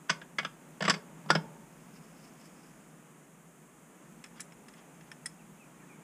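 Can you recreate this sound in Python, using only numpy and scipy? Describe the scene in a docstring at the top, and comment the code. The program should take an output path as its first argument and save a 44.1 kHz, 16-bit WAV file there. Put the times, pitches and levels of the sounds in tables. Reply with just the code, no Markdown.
"""Clutch parts are pushed by hand into the open crankcase of a motorcycle on a driveway, heard close up.
Oiled steel clacks against the basket (noise and damped modes) over low thuds (two low damped modes).
Later, small parts click as the fingers seat them; short scrapes and single plate notes join the contacts.
A faint sleeve rustle of shaped noise and a distant bird of gliding sines sit on outdoor rumble and hiss."""
import sys
import numpy as np
from scipy import signal
from scipy.fft import rfft, irfft, next_fast_len
from scipy.io import wavfile
from scipy.ndimage import map_coordinates

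SR = 44100
rng = np.random.default_rng(int(sys.argv[2]) if len(sys.argv) > 2 else 0)


def digitize_waveform(pressure):
    """Quantize a signal to 16-bit integers and store it at the path in sys.argv[1].

    Rows of a 2-D input are taken as channels; values are limited to [-1, 1].
    """
    field = np.atleast_2d(pressure).T
    bounded = np.clip(field, -1, 1)
    quanta = np.round(bounded * 32767).astype(np.int16)
    wavfile.write(sys.argv[1], SR, quanta)


N = 266099

# crowded fast modes of the cast housing: (frequency [Hz], density [dB per Hz])
CASTING_SPECTRUM = [(100, -27.5), (280, -4), (700, -0.5), (1300, 5), (2400, -3), (3400, 0.5), (4100, -14),
                    (5000, -1.5), (6600, -19.5), (8000, -18), (10200, -37), (11500, -58), (15000, -55.5)]
STRIKE_SCATTER_DB = 2  # spread of mode strengths from hit to hit


def amp(db):
    """Decibels to gain."""
    return 10 ** (np.asarray(db) / 20)


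def unit(x):
    """Scale to rms 1."""
    return x / np.sqrt(np.mean(x ** 2) + 1e-20)


def burst(x):
    """Scale a hit to the energy of 20 ms at rms 1."""
    return x / np.sqrt(np.sum(x ** 2) / (0.02 * SR) + 1e-20)


def along(points, hz):
    """Interpolate (Hz, value) points on a log frequency axis."""
    f, v = np.transpose(points)
    return np.interp(np.log(hz + 1), np.log(f + 1), v)


def wobble(rate):
    """A smooth random curve over the whole scene, with rate knots a second."""
    knots = rng.standard_normal(int(N * rate / SR) + 4)
    return map_coordinates(knots, [np.arange(N) * rate / SR])


def noise(spectrum, size):
    """Noise of rms 1 with the given colour."""
    m = next_fast_len(size)
    gain = amp(along(spectrum, np.fft.rfftfreq(m, 1 / SR)))
    coloured = irfft(rfft(rng.standard_normal(m)) * gain, m)
    return unit(coloured[:size])


def band(x, lo_hz, hi_hz):
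    """Causal band-pass."""
    sos = signal.butter(3, [lo_hz, hi_hz], "band", fs=SR, output="sos")
    return signal.sosfilt(sos, x)


def ring(modes, t, scatter_db, detune=0):
    """Damped modes; each mode's strength and pitch are scattered a little at random from hit to hit."""
    hz, db, t60 = np.transpose(modes)[:, :, None]
    polarity = rng.choice([-1, 1], hz.shape)
    gain = polarity * amp(db + scatter_db * rng.standard_normal(hz.shape))
    hz = hz * (1 + detune * rng.standard_normal(hz.shape))
    return np.sum(gain * amp(-60 * t / t60) * np.sin(2 * np.pi * hz * t), axis=0)


def chatter(x, rise, count):
    """A contact is a quick train of tiny collisions spread over twice the rise time."""
    delays, sizes = rng.random(count), rng.standard_normal(count)
    train = np.bincount((delays * 2 * rise * SR).astype(int), sizes)
    return signal.fftconvolve(x, train)[:len(x)]


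def grit(size, depth_db):
    """Uneven gain of a contact that catches and lets go about every millisecond."""
    knots = rng.standard_normal(size // 20)
    position = np.arange(size) / SR * 900  # 900 knots a second
    return amp(depth_db * np.interp(position, np.arange(size // 20), knots))


def add(track, s, x):
    """Mix x into the track at time s."""
    part = track[round(s * SR):][:len(x)]
    part += x[:len(part)]


def outdoors():
    """A low rumble and a distant wash swell and ease together over steady hiss."""
    # shared loudness guide, offset and scaled for each layer: (time [s], level [dB])
    guide = [(0.0, -55.5), (1.46, -53), (1.59, -54.5), (2.43, -53), (3.07, -59), (4.7, -56), (4.82, -55),
             (6.03, -54.5)]
    # low outdoor rumble: (frequency [Hz], density [dB per Hz])
    rumble_spectrum = [(20, -42), (45, -15.5), (70, -24.5), (105, -60), (130, -10), (160, 2), (195, -5),
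                       (240, -5.5), (300, -22.5), (450, -41)]
    # wash and hiss: (frequency [Hz], density [dB per Hz])
    air_spectrum = [(200, -5.5), (300, -3.5), (420, -8.5), (600, -11), (1200, -13.5), (2500, -20.5),
                    (3300, -26.5), (4300, -37), (5600, -29.5), (6600, -17), (9500, -18.5), (11500, -25.5),
                    (15300, -29.5)]
    rumble_offset_db, rumble_swing = -2.5, 0.8393  # swing: share of the guide's movement followed
    wash_offset_db, wash_swing = -3, 0.5755
    guide_s, guide_db = np.transpose(guide)
    level_db = np.interp(np.arange(N) / SR, guide_s, guide_db)
    mean_db = level_db.mean()
    swell_db = level_db - mean_db

    rumble_db = mean_db + rumble_offset_db + rumble_swing * swell_db + 1.237 * wobble(8)
    rumble = amp(rumble_db) * noise(rumble_spectrum, N)
    wash_db = mean_db + wash_offset_db + wash_swing * swell_db + 0.6622 * wobble(4.7627)
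    wash = amp(wash_db) * unit(band(noise(air_spectrum, N), 204.35, 5331))
    hiss = amp(-67) * unit(band(noise(air_spectrum, N), 4321, 19030))
    return rumble + wash + hiss


def yard(x):
    """House wall and open garage return a short, dull tail: noise whose treble dies first."""
    # decay of the reflections: (frequency [Hz], t60 [s])
    tail_decay = [(150, 0.477), (600, 0.3739), (1500, 0.2261), (5000, 0.1762), (12000, 0.16435)]
    hz, t, z = signal.stft(rng.standard_normal(SR), SR, nperseg=256)
    t60 = along(tail_decay, hz)[:, None]
    tail = signal.istft(z * amp(-60 * t / t60), SR, nperseg=256)[1]
    delayed = np.pad(x, (int(0.02 * SR), 0))
    return signal.fftconvolve(delayed, tail / np.linalg.norm(tail))[:N]


def bird():
    """Thin, ragged downward glides over a weak lower octave, blurred by distance."""
    # calls: (time [s], start pitch before the waver [Hz], level [dB])
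    calls = [(5.382, 2750, -64), (5.594, 2708, -58), (5.786, 2480, -62.5), (5.811, 1914, -61),
             (5.889, 2480, -58), (5.932, 2380, -66), (6.006, 2420, -61.5)]
    call_s, fall_share = 0.052, 0.17515  # length [s]; share of the pitch lost by the end
    out = np.zeros(N)
    u = np.linspace(0, 1, int(call_s * SR))
    for s, start_hz, db in calls:
        glide_hz = start_hz * (1 - fall_share * u ** 1.5604)
        hz = glide_hz * (1 + 0.0224 * wobble(428)[:len(u)])
        phase = 2 * np.pi * np.cumsum(hz) / SR
        voice = np.sin(phase) + 0.257 * np.sin(phase / 2)
        add(out, s, amp(db) * np.sin(np.pi * u) * voice)
    return out + 0.3467 * yard(out)


def sleeve():
    """Fleece brushes past as the arm reaches down and back: a light drag with a few quicker strokes."""
    # quicker strokes: (time [s], length [s], peak level before the flutter [dB])
    strokes = [(1.926, 0.0607, -61), (1.97, 0.1022, -71.5), (2.12, 0.1952, -66), (2.36, 0.1486, -65),
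               (2.499, 0.2193, -68.5)]
    reach_s, reach_length_s, drag_db = 1.415, 1.7124, -74.5  # the whole reach
    peak_share = 0.681  # a stroke gathers speed for this share of its length, then slows to a stop
    t = np.arange(N) / SR
    reach = np.clip((t - reach_s) / reach_length_s, 0, 1)
    speed = amp(drag_db) * np.sin(np.pi * reach)
    for s, length, db in strokes:
        stroke = np.interp((t - s) / length, [0, peak_share, 1], [0, 1, 0])
        speed = np.hypot(speed, amp(db) * stroke)
    fibres = noise([(800, -31), (2600, 0.0), (4000, -13), (5200, 3.5), (6200, -8), (12000, -17)], N)
    flutter = amp(2.016 * wobble(90))
    return speed * flutter * fibres


def small_parts():
    """Light, hard contacts: a gritty noise crack and short modes that the fingers damp at once."""
    # contacts, before the trims below: (time [s], tap [dB], sparkle [dB], ring share [dB])
    clicks = [(2.412, -62.5, -61, -15), (2.455, -65, -56.5, -17), (4.2402, -45.5, -44.5, -11),
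              (4.2612, -54.5, -58, 1.5), (4.3968, -43.5, -59.5, -9), (4.4033, -47, -32.5, -7.5),
              (4.5216, -54.5, -58.5, -12.5), (4.6831, -52, -51.5, -4.5), (4.7375, -55, -57.5, -1.5),
              (5.009, -54.5, -67.5, -7), (5.1159, -43, -49, -0.5), (5.258, -38.5, -29.5, 9),
              (5.2634, -41, -37.5, 12)]
    # small steel parts held in the fingers: (frequency [Hz], level [dB], t60 [s])
    part_modes = [(3297.5, -11.5, 0.05043), (5154.1, -2.5, 0.0315), (5476.7, -5.5, 0.03238),
                  (7240, -27.5, 0.024), (8018, -16, 0.027), (8669, 8.5, 0.02042), (9257.7, 5.5, 0.02976),
                  (10011, -1, 0.03536)]
    # colour of the crack: (frequency [Hz], density [dB per Hz])
    crack_spectrum = [(300, -18.5), (1200, -2.5), (2400, -3), (4000, -18), (5200, -18.5), (6200, -10),
                      (7600, 2.5), (10300, -8.5), (11600, -20), (15000, -10.5)]
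    crack_t60_s, tick_offset_db = 0.06042, -4
    part_hz, loose_hz_per_db = 1792.2, 12  # the note lifts as the grip loosens and the part rings more
    out, t = np.zeros(N), np.arange(SR // 5) / SR
    for s, tap_db, sparkle_db, ring_db in clicks:
        tick_db = (tap_db + sparkle_db) / 2 + tick_offset_db
        hz = part_hz + loose_hz_per_db * ring_db
        crack = noise(crack_spectrum, len(t)) * grit(len(t), depth_db=3)
        crack = burst(crack * amp(-60 * t / crack_t60_s))
        free = amp(np.clip(ring_db, -8, 3) + 3.0)  # a loosely held part rings more
        modes = ring(part_modes, t, STRIKE_SCATTER_DB, detune=0.01437)
        steel = crack + free * burst(chatter(modes, rise=0.0012, count=4))

        note = burst(ring([(hz, 0, 0.04)], t, 0))
        tap = burst(burst(band(steel, 1101.8, 3584.4)) + amp(ring_db) * note)
        tick = burst(band(steel, 3757.4, 5577.8))
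        sparkle = burst(band(steel, 5599, 12986))
        click = amp(tap_db) * tap + amp(tick_db) * tick + amp(sparkle_db - 5.5) * sparkle
        add(out, s, amp(-6.5) * click)
    return out


def slides():
    """Oiled faces scrape briefly on each other: gritty noise that swells and fades."""
    # scrapes: (time [s], length [s], level before the band-pass [dB])
    scrapes = [(0.086, 0.0138, -47.5), (.52, 0.03186, -68.5), (0.829, 0.06245, -41.5),
               (1.285, 0.02725, -40.5), (4.345, 0.05433, -58), (4.748, 0.06797, -61.5),
               (5.056, 0.03544, -66.5)]
    out = np.zeros(N)
    for s, length, db in scrapes:
        u = np.linspace(0, 1, int(length * SR))
        scrape = unit(noise(CASTING_SPECTRUM, len(u)) * grit(len(u), depth_db=2.0))
        swell = np.sin(np.pi * u ** 1.2903)
        add(out, s, amp(db) * swell * band(scrape, 826, 9407))
    return out


def pings():
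    """A plate left free for a moment sings one decaying note, roughened by its contact with the basket."""
    # notes: (time [s], frequency [Hz], level before the attack [dB], t60 [s])
    plate_notes = [(.216, 1626, -38.5, 0.05622), (.851, 7625, -49.5, 0.0972), (.881, 7716, -31, 0.0502),
                   (.941, 4640, -37, 0.0667), (1.3063, 1443, -12.5, 0.0609), (1.352, 5270, -30, 0.05174)]
    attack_s, waver_rad = 0.001684, 0.56  # the note swells quickly and wavers as the plate chatters
    out, t = np.zeros(N), np.arange(SR // 5) / SR
    for s, hz, db, t60 in plate_notes:
        phase = 2 * np.pi * hz * t + waver_rad * wobble(400)[:len(t)]
        attack = 1 - np.exp(-t / attack_s)
        add(out, s, amp(db - 60 * t / t60) * attack * np.sin(phase))
    return out


def shoves():
    """A hard seating blow shoves the casting: one very short damped sine."""
    # blows: (time [s], frequency [Hz], peak before the band-pass [dB], t60 [s])
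    blows = [(1.3031, 1038, -6, 0.00626)]
    out, t = np.zeros(N), np.arange(SR // 3) / SR
    for s, hz, db, t60 in blows:
        push = amp(db - 60 * t / t60) * np.sin(2 * np.pi * hz * t)
        add(out, s, band(push, 272.5, 6000))  # the casting is too small to radiate deep bass
    return out


def clutch():
    """Steel meets the basket: dense casting modes, the plate's own note, and a low boom."""
    # heavy contacts: (time [s], clack [dB], thud [dB], click [dB], plate note [Hz], rise [s])
    clacks = [(.0946, -24, -38.5, -34, 1513, .0024), (.0987, -27.5, -48, -31, 1699, .0019),
              (.214, -49.5, -59.5, -64, 1635, .0015), (0.3834, -28, -52, -38.5, 2083, .0024),
              (.395, -37, -52, -52, 1982, .0015), (0.428, -47, -49, -61, 1606, 0.002182),
              (0.4483, -33.5, -51, -43.5, 1323, .001), (.806, -34.5, -35, -47.5, 703.3, .001),
              (.823, -32, -38.5, -39.5, 1799, 0.0007991), (.839, -38, -42, -45, 1585, 0.000848),
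              (.849, -31.5, -41.5, -40, 2110, 0.0041), (0.8793, -24, -32.5, -37, 1164, 0.0021),
              (0.8964, -23, -40, -24.5, 1757, .0015), (.904, -31.5, -35.5, -39, 1648, .0008),
              (.938, -37, -46.5, -43, 2128, 0.0023), (1.259, -59.5, -43.5, -69, 1188, .0012),
              (1.3031, -22, -31, -26.5, 1283, 0.0004601), (1.3502, -27.5, -28, -35.5, 1487, .0016)]
    # clutch basket and plates: (frequency [Hz], level [dB], t60 [s])
    basket_modes = [(646.64, -2.5, 0.05476), (808.5, -17, 0.0732), (1133.2, -2, 0.097),
                    (1147.5, -1.5, 0.0828), (1478.5, -3, 0.0999), (1591.2, 2.5, 0.02224),
                    (1682.8, 6.5, 0.05408), (2185.5, -3.5, 0.1254), (2461.3, -4, 0.07735),
                    (2917.7, -7, .05), (3355.1, -10.5, 0.0735), (4049, -8.5, 0.02705),
                    (4776.3, 0.5, 0.03124), (5103.7, -2, 0.03104), (5341.5, -42, 0.0721),
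                    (6262.8, -3.5, 0.03224), (7202, -19, .05), (7817.7, -11.5, 0.05517),
                    (9875, -18.5, 0.04773)]
    # low boom under the contacts: (frequency [Hz], level [dB], t60 [s])
    boom_modes = [(163.79, -1.5, 0.14412), (196.9, -3.5, 0.1557)]
    # faint lingering ring of the frame: (frequency [Hz], level [dB], t60 [s])
    frame_modes = [(443.7, 2, .8), (422.06, 14.5, .6), (563.27, 7, 0.6967), (585.35, -1.5, 1.031),
                   (651.95, -5, 0.76), (833.16, 1.5, 0.623), (912.9, 10, 0.91), (924.83, -6.5, 2.454),
                   (1122.7, -8, 1)]
    casting_t60_s, note_t60_s, note_share_db = 0.05906, 0.03673, -6
    knock_offset_db = 0.2182  # the knock lies about midway between clack and thud
    boom_rise_s = 0.00604  # the boom swells in slightly late
    out, t = np.zeros(N), np.arange(SR // 3) / SR
    slow_t = np.arange(SR) / SR
    for s, clack_db, thud_db, click_db, hz, rise in clacks:
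        knock_db = (clack_db + thud_db) / 2 + knock_offset_db
        attack = 1 - np.exp(-(t / rise) ** 2)
        casting = noise(CASTING_SPECTRUM, len(t)) * grit(len(t), depth_db=0.5)
        casting = burst(casting * attack * amp(-60 * t / casting_t60_s))
        modes = ring(basket_modes, t, STRIKE_SCATTER_DB, detune=0.01468)
        basket = burst(chatter(modes, rise, count=8))
        steel = casting + amp(-3.0) * basket

        note = burst(attack * ring([(hz, 0, note_t60_s)], t, 0))
        clack = burst(burst(band(steel, 839.58, 4151.1)) + amp(note_share_db) * note)
        knock = burst(band(steel, 206.56, 1115.5))
        click = burst(band(steel, 3402.6, 13244))
        boom = ring(boom_modes, t, STRIKE_SCATTER_DB, detune=0.019465)
        boom = burst(band(boom * (1 - np.exp(-t / boom_rise_s)), 138.3, 262.9))
        hit = amp(knock_db) * knock + amp(clack_db) * clack + amp(click_db) * click
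        add(out, s, hit + amp(thud_db) * boom)

        frame = ring(frame_modes, slow_t, STRIKE_SCATTER_DB, detune=0.006024)
        add(out, s, amp(thud_db - 30.5) * frame)
    return out


def scene():
    """Metalwork close by, in the open air."""
    heavy = clutch() + shoves() + pings() + slides()
    light = small_parts()
    echo = yard(amp(-19) * heavy + amp(-20) * light)
    return (heavy + light + echo + sleeve() + bird() + outdoors())[None]


def record(dry):
    """A steep low-pass keeps nothing above 15350 Hz."""
    m = next_fast_len(N + SR // 2)
    keep = np.fft.rfftfreq(m, 1 / SR) < 15350
    return irfft(rfft(dry, m) * keep, m)[..., :N]


dry = scene()
out = record(dry)
digitize_waveform(out)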